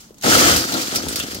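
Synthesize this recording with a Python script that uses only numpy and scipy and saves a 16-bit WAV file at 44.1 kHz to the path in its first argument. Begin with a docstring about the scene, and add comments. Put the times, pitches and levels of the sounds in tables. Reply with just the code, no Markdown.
"""Shattered glass into a steel bin

A folded pane of shattered safety glass is dropped into a steel bin outdoors, near a two-port microphone.
A few crumbs tick first, then a dense shower crashes and drums on the bin; the heap slumps a few more times,
the bin knocks and judders on the ground. Faint yard noise lies under all. Random impacts are filtered into
hiss, drumming and boom; ringing crumbs and clanks are fading sine waves; dull knocks are single pushes.
"""
import sys
import numpy as np
from scipy import signal
from scipy.fft import rfft, irfft, next_fast_len
from scipy.io import wavfile
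from scipy.ndimage import map_coordinates

SR = 44100
rng = np.random.default_rng(int(sys.argv[2]) if len(sys.argv) > 2 else 0)


def generate_wav(sig):
    """Save sig (samples, or channels by samples) to the path in sys.argv[1] as 16-bit PCM at SR."""
    pcm = np.round(np.clip(np.atleast_2d(sig).T, -1, 1) * 32767).astype(np.int16)
    wavfile.write(sys.argv[1], SR, pcm)


def attenuation_scalar(level_db):
    """Turn a level in dB into a linear amplitude multiplier (20 dB per decade)."""
    decades = np.asarray(level_db, float) / 20
    return 10 ** decades


N = 61739  # length in samples
T = np.arange(N) / SR  # time of each sample, s

# Tone colour of hissing glass: frequency_hz, relative_level_db (per Hz)
GLASS = [(1200, -33), (2000, -5), (2600, -6.5), (3200, -7), (4700, -3), (6700, -6), (10500, -11.5),
         (15900, -14)]
# The left port hears most fragments first: typical lead and its random spread
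LEAD_S, LEAD_SPREAD_S = .00027, .00007


def unit(x):
    """Scale a sound to an rms of 1."""
    return x / np.sqrt(np.mean(x ** 2) + 1e-20)


def along(points, hz):
    """Read a curve of (Hz, value) points on a logarithmic frequency axis."""
    f, v = np.transpose(points)
    return np.interp(np.log(hz + 1), np.log(f + 1), v)


def over_time(points):
    """Read a curve of (s, value) points at every sample."""
    return np.interp(T, *np.transpose(points))


def filtered(x, response):
    """Filter a sound by multiplying its spectrum by a response."""
    m = next_fast_len(N + SR // 2)  # spare room keeps tails from wrapping round
    return irfft(rfft(x, m) * response(np.fft.rfftfreq(m, 1 / SR)), m)[..., :N]


def body(peaks):
    """Give the response of a ringing body: a sum of (Hz, width Hz, dB) resonances, signs alternating."""
    def response(f):
        total = 0
        for k, (centre, width, db) in enumerate(peaks):
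            damping = 1j * f * width
            total = total + (-1) ** k * attenuation_scalar(db) * damping / (centre * centre - f * f + damping)
        return total
    return response


def shaped(level, source, response):
    """Filter a source under a changing level, undoing the filter's effect on the source's loudness."""
    return filtered(level * source, response) / np.std(filtered(source, response))


def place(s, lead_s, shapes):
    """Add one short shape per time into both ports; a positive lead makes the left one earlier."""
    ports = []
    for side in (-.5, .5):
        first = np.round((s + side * lead_s) * SR).astype(int)
        at = first[:, None] + np.arange(shapes.shape[1])
        ports.append(np.bincount(np.clip(at, 0, N).ravel(), shapes.ravel(), N + 1)[:N])
    return np.array(ports)


def fragments(count, scatter_db, lead_s=LEAD_S):
    """Draw times, leads and signed sizes of falling crumbs, and two spare random numbers for each."""
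    z, u = rng.standard_normal((count, 4)), rng.random((count, 2))
    size = np.sign(z[:, 0]) * attenuation_scalar(-scatter_db * np.log(u[:, 0] + .02))
    return u[:, 1] * N / SR, lead_s + LEAD_SPREAD_S * z[:, 1], size, z[:, 2:]


def hail(count, scatter_db, lead_s=LEAD_S):
    """Scatter bare one-sample impacts, partly of opposite sign in the two ports, at an rms of 1."""
    s, lead_s, size, z = fragments(count, scatter_db, lead_s)
    common = place(s, lead_s, size[:, None])
    opposite = place(s, lead_s, size[:, None] * z[:, :1]) * [[1], [-1]]
    return unit(common + .28 * opposite)


def pings(level, centre_hz, spread, count, scatter_db):
    """Let crumbs ring briefly at their own pitches, each as strong as the level at its start."""
    s, lead_s, size, z = fragments(count, scatter_db)
    centre = centre_hz[(s * SR).astype(int), None]
    hz = np.clip(centre * np.exp(spread * z[:, :1]), 2700, 15000)
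    turns = hz * T[:700]
    life = 55 * np.exp(.6 * z[:, 1:])  # turns until 60 dB down
    rings = np.sin(2 * np.pi * turns) * attenuation_scalar(-60 * turns / life) * size[:, None] * np.sqrt(hz / life)
    scale = np.sqrt(np.sum(rings ** 2) / N)
    return place(s, lead_s, rings * np.interp(s, T, level)[:, None] / scale)


def yard():
    """Filter noise into a far outdoor murmur, alike in both ports only in the bass."""
    # Tone colour of the yard: frequency_hz, relative_level_db (per Hz)
    yard_colour = [(25, 12), (100, -2), (200, 6.5), (400, -8), (1100, -15.5), (2460, -32), (6870, -28),
                   (15900, -26.5)]
    level_db = -47
    middle, b = rng.standard_normal((2, N))
    side = filtered(b, lambda f: f / np.hypot(f, 700))
    ports = np.array([middle + side, middle - side])
    return attenuation_scalar(level_db) * unit(filtered(ports, lambda f: attenuation_scalar(along(yard_colour, f))))


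def shower():
    """Let many crumbs hiss as they strike, ring at their own pitches and stir the air in the bin."""
    # Strength of the falling glass before clumping: time_s, level_db
    shower_curve = [(0, -49.5), (.07, -53.5), (.135, -65), (0.211, -49.5), (.229, -34.5), (0.236, -22),
                    (.3, -16.5), (.37, -15.5), (.5, -14.5), (0.561, -21), (.67, -30), (.9, -28.5),
                    (1.075, -34.5), (1.2, -31), (1.28, -35), (1.4, -37.5)]
    # Pitches near which the crumbs ring: pitch_hz
    crumb_pitches = [3247, 4726, 6014, 7010]
    # Resonances of the air in the bin: frequency_hz, width_hz, relative_level_db
    air_peaks = [(1310, 264, 13), (1850, 740, 6.5)]
    ring_db, ring_spread = -3, 0.0768  # ringing level over the shower, log spread of pitch
    surge_db, surge_rate = 1.5, 60  # crumbs come in clumps: depth, random points a second

    smooth_db = over_time(shower_curve)
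    # the air follows the shower a little more than dB for dB, around -19 dB
    air_db = -4 + 0.098 * (smooth_db + 19)
    knots = rng.standard_normal(int(N / SR * surge_rate) + 4)
    glass_db = smooth_db + surge_db * map_coordinates(knots, [T * surge_rate])

    hiss = shaped(attenuation_scalar(glass_db), hail(count=12000, scatter_db=0), lambda f: attenuation_scalar(along(GLASS, f)))
    ring = pings(attenuation_scalar(glass_db + ring_db), rng.choice(crumb_pitches, N), ring_spread,
                 count=4000, scatter_db=-0.5)
    air = shaped(attenuation_scalar(glass_db + air_db), hail(count=5000, scatter_db=5.0), body(air_peaks))
    return hiss + ring + air


def slumps():
    """Start each slump or single crumb fast and thin it out; its ringing outlasts its hiss."""
    # Sudden slumps of glass: start_s, level_db, hiss_t60_s (time to fall 60 dB), pitch_hz
    slump_rows = [(0.0044, -36, 0.16, 6280), (0.2766, -17, 0.024, 4430), (0.5606, -10.5, 0.24, 4840),
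                  (0.7203, -17.5, 0.089, 4300), (0.7374, -16.5, 0.068, 4200), (0.8138, -14, 0.091, 4780),
                  (0.948, -15.5, 0.077, 3400), (0.9575, -10.5, 0.088, 5270), (1.084, -14.5, 0.052, 8580),
                  (1.125, -21.5, 0.12, 4580), (1.1573, -13, 0.09, 4930), (1.189, -22.5, 0.043, 7900),
                  (1.1993, -12.5, 0.026, 3130), (1.3094, -25.5, 0.15, 4880), (1.3455, -19.5, 0.054, 5020)]
    # Single crumbs before the crash: start_s, level_db
    tick_rows = [(0.1433, -35), (0.183, -33), (0.2117, -26), (0.2232, -17.5)]
    tick_t60_s, tick_hz = .014, 6800
    rise_s = 0.00051
    ring_db, ring_lasts = -7, 2.47  # ringing level over the hiss, its t60 over that of the hiss
    tilt_db = 2.5  # per octave, brighter than the shower

    ticks = [(s, db, tick_t60_s, tick_hz) for s, db in tick_rows]
    rows = np.array(ticks + list(slump_rows))
    s, db, t60, hz = rows[np.argsort(rows[:, 0])].T[..., None]
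    age = np.maximum(T - s, 0)

    def fall(lasts):
        decay_db = -60 * age / np.maximum(t60 * lasts, .005)
        return np.sum(attenuation_scalar(db - 5 + decay_db) * (1 - np.exp(-age / rise_s)), axis=0)

    # crumbs take the pitch of the latest slump or tick
    latest = np.maximum(np.searchsorted(s[:, 0], T) - 1, 0)
    hiss = shaped(fall(1), hail(count=20000, scatter_db=1.5),
                  lambda f: attenuation_scalar(along(GLASS, f) + tilt_db * np.log2(f / 5000 + .01)))
    ring = pings(attenuation_scalar(ring_db) * fall(ring_lasts), hz[latest, 0], spread=0.097, count=4000, scatter_db=2.0)
    return hiss + ring


def clanks():
    """Clank the pane's edge on the wall: sine waves with a soft start that die away by their sharpness."""
    # Clanks: start_s, level_db, pitch_hz, sharpness_q (no unit; higher rings longer)
    clank_rows = [(0.1068, -25.5, 430, 2.9), (0.325, -5.5, 1480, 34), (0.352, -4.5, 1330, 30),
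                  (0.469, -21, 1330, 30), (0.696, -20.5, 1410, 17), (.747, -22, 1382, 59),
                  (.952, -21.5, 1337, 70), (1.066, -19, 875, 7.6), (1.197, -23, 1450, 26)]
    s, db, hz, q = np.transpose(clank_rows)[..., None]
    turns = hz * T[:2500]
    fade = np.exp(-np.pi * turns / q) * (1 - np.exp(-2 * turns))
    return place(s[:, 0], LEAD_S, attenuation_scalar(db) * np.sin(2 * np.pi * turns) * fade)


def drumming():
    """Drum impacts on the bin, whose wall and bottom resonate and radiate little treble."""
    # Strength of the drumming: time_s, level_db
    drum_curve = [(.2, -87), (.231, -36), (.243, -17.5), (.29, -17.5), (.47, -17), (.55, -21), (.6, -28.5),
                  (.68, -34.5), (.73, -23.5), (.79, -26.5), (.85, -33.5), (.87, -36), (.915, -36.5),
                  (.935, -27.5), (1.06, -36), (1.09, -37.5), (1.4, -41.5)]
    # Resonances of bin wall and bottom: frequency_hz, width_hz, relative_level_db
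    bin_peaks = [(121, 64, -6.5), (210, 72, -3.5), (276, 45, 0), (325.4, 11.7, 3), (377, 42, -6.5),
                 (487, 47, -2.5), (740, 364, -8.5)]
    roll_hz = 987  # the wall radiates little above
    impacts = hail(count=2000, scatter_db=1.5, lead_s=.00038)
    return shaped(attenuation_scalar(over_time(drum_curve)), impacts,
                  lambda f: body(bin_peaks)(f) / np.hypot(1, (f / roll_hz) ** 4))


def boom():
    """Boom the bin bottom: impacts pass twice through one deep resonance."""
    # Strength of the boom: time_s, level_db
    boom_curve = [(.215, -85), (.24, -33), (.36, -30.5), (.55, -27.5), (.65, -48), (.8, -60), (1.0, -41),
                  (1.07, -29.5), (1.11, -38.5), (1.4, -41)]
    bottom = body([(78, 50, 0)])  # Hz, width Hz, dB
    return shaped(attenuation_scalar(over_time(boom_curve)), hail(count=1500, scatter_db=1.3), lambda f: bottom(f) ** 2)


def dull_pushes(s, db):
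    """Push the bin once at each time; its low resonances answer and the treble is softened."""
    # Resonances of a knock: frequency_hz, width_hz, relative_level_db
    knock_peaks = [(255, 190, 3), (570, 580, -7)]
    push_db, lead_s = 33, .0002  # the push makes up for what the filter takes from the peak
    pushes = place(s, lead_s, -attenuation_scalar(db + push_db)[:, None])
    return filtered(pushes, lambda f: body(knock_peaks)(f) / (1 + 1j * f / 1000) ** 3)


def knocks():
    """Knock the bin dully with single pushes."""
    # Dull knocks: start_s, peak_db
    knock_rows = [(0.653, -16), (0.882, -19), (0.928, -18.5), (.994, -20.5), (1.038, -16), (1.069, -16),
                  (1.08, -23), (1.238, -18.5), (1.245, -19.5), (1.269, -25), (1.285, -22), (1.299, -32),
                  (1.314, -26), (1.332, -21.5), (1.352, -24), (1.357, -27), (1.368, -20.5), (1.387, -25)]
    s, db = np.transpose(knock_rows)
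    return dull_pushes(s, db)


def judder():
    """Judder the bin on the ground: seven slips whose gaps grow longer while they weaken."""
    first_s, gap_s, slows = 1.0925, .0172, 1.04  # first slip, first gap, each next gap over the last
    peak_db, fade_db = -19, .5  # first slip's peak, loss a slip
    k = np.arange(7)
    s = first_s + gap_s * (slows ** k - 1) / (slows - 1)
    return dull_pushes(s, peak_db - fade_db * k)


def scene():
    """Add all sounds at the bin, tint the two ports differently and lay the yard under them."""
    # Balance of the ports: frequency_hz, left_over_right_db
    port_balance = [(60, -0.5), (380, 2.5), (1000, 4), (4400, 0), (8120, -2.5), (15000, 5.5)]
    near = shower() + slumps() + clanks() + drumming() + boom() + knocks() + judder()
    # half the difference goes to each port, with opposite signs
    return filtered(near, lambda f: attenuation_scalar(np.outer([.5, -.5], along(port_balance, f)))) + yard()


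def top_cut(x):
    """Nothing passes above the cut-off."""
    return signal.sosfilt(signal.butter(12, 16010, fs=SR, output="sos"), x)


def record(dry):
    """Round off loud peaks, drop the deep bass and cut everything above 15.8 kHz sharply."""
    ceiling, knee = 1.05, 5  # full-scale limit, sharpness of the bend towards it
    low_hz, top_hz = 53.4, 15780
    rounded = dry / (1 + np.abs(dry / ceiling) ** knee) ** (1 / knee)
    mix = filtered(rounded, lambda f: (1j * f / (low_hz + 1j * f)) ** 2 * (f < top_hz))
    return top_cut(mix)


dry = scene()
out = record(dry)
generate_wav(out)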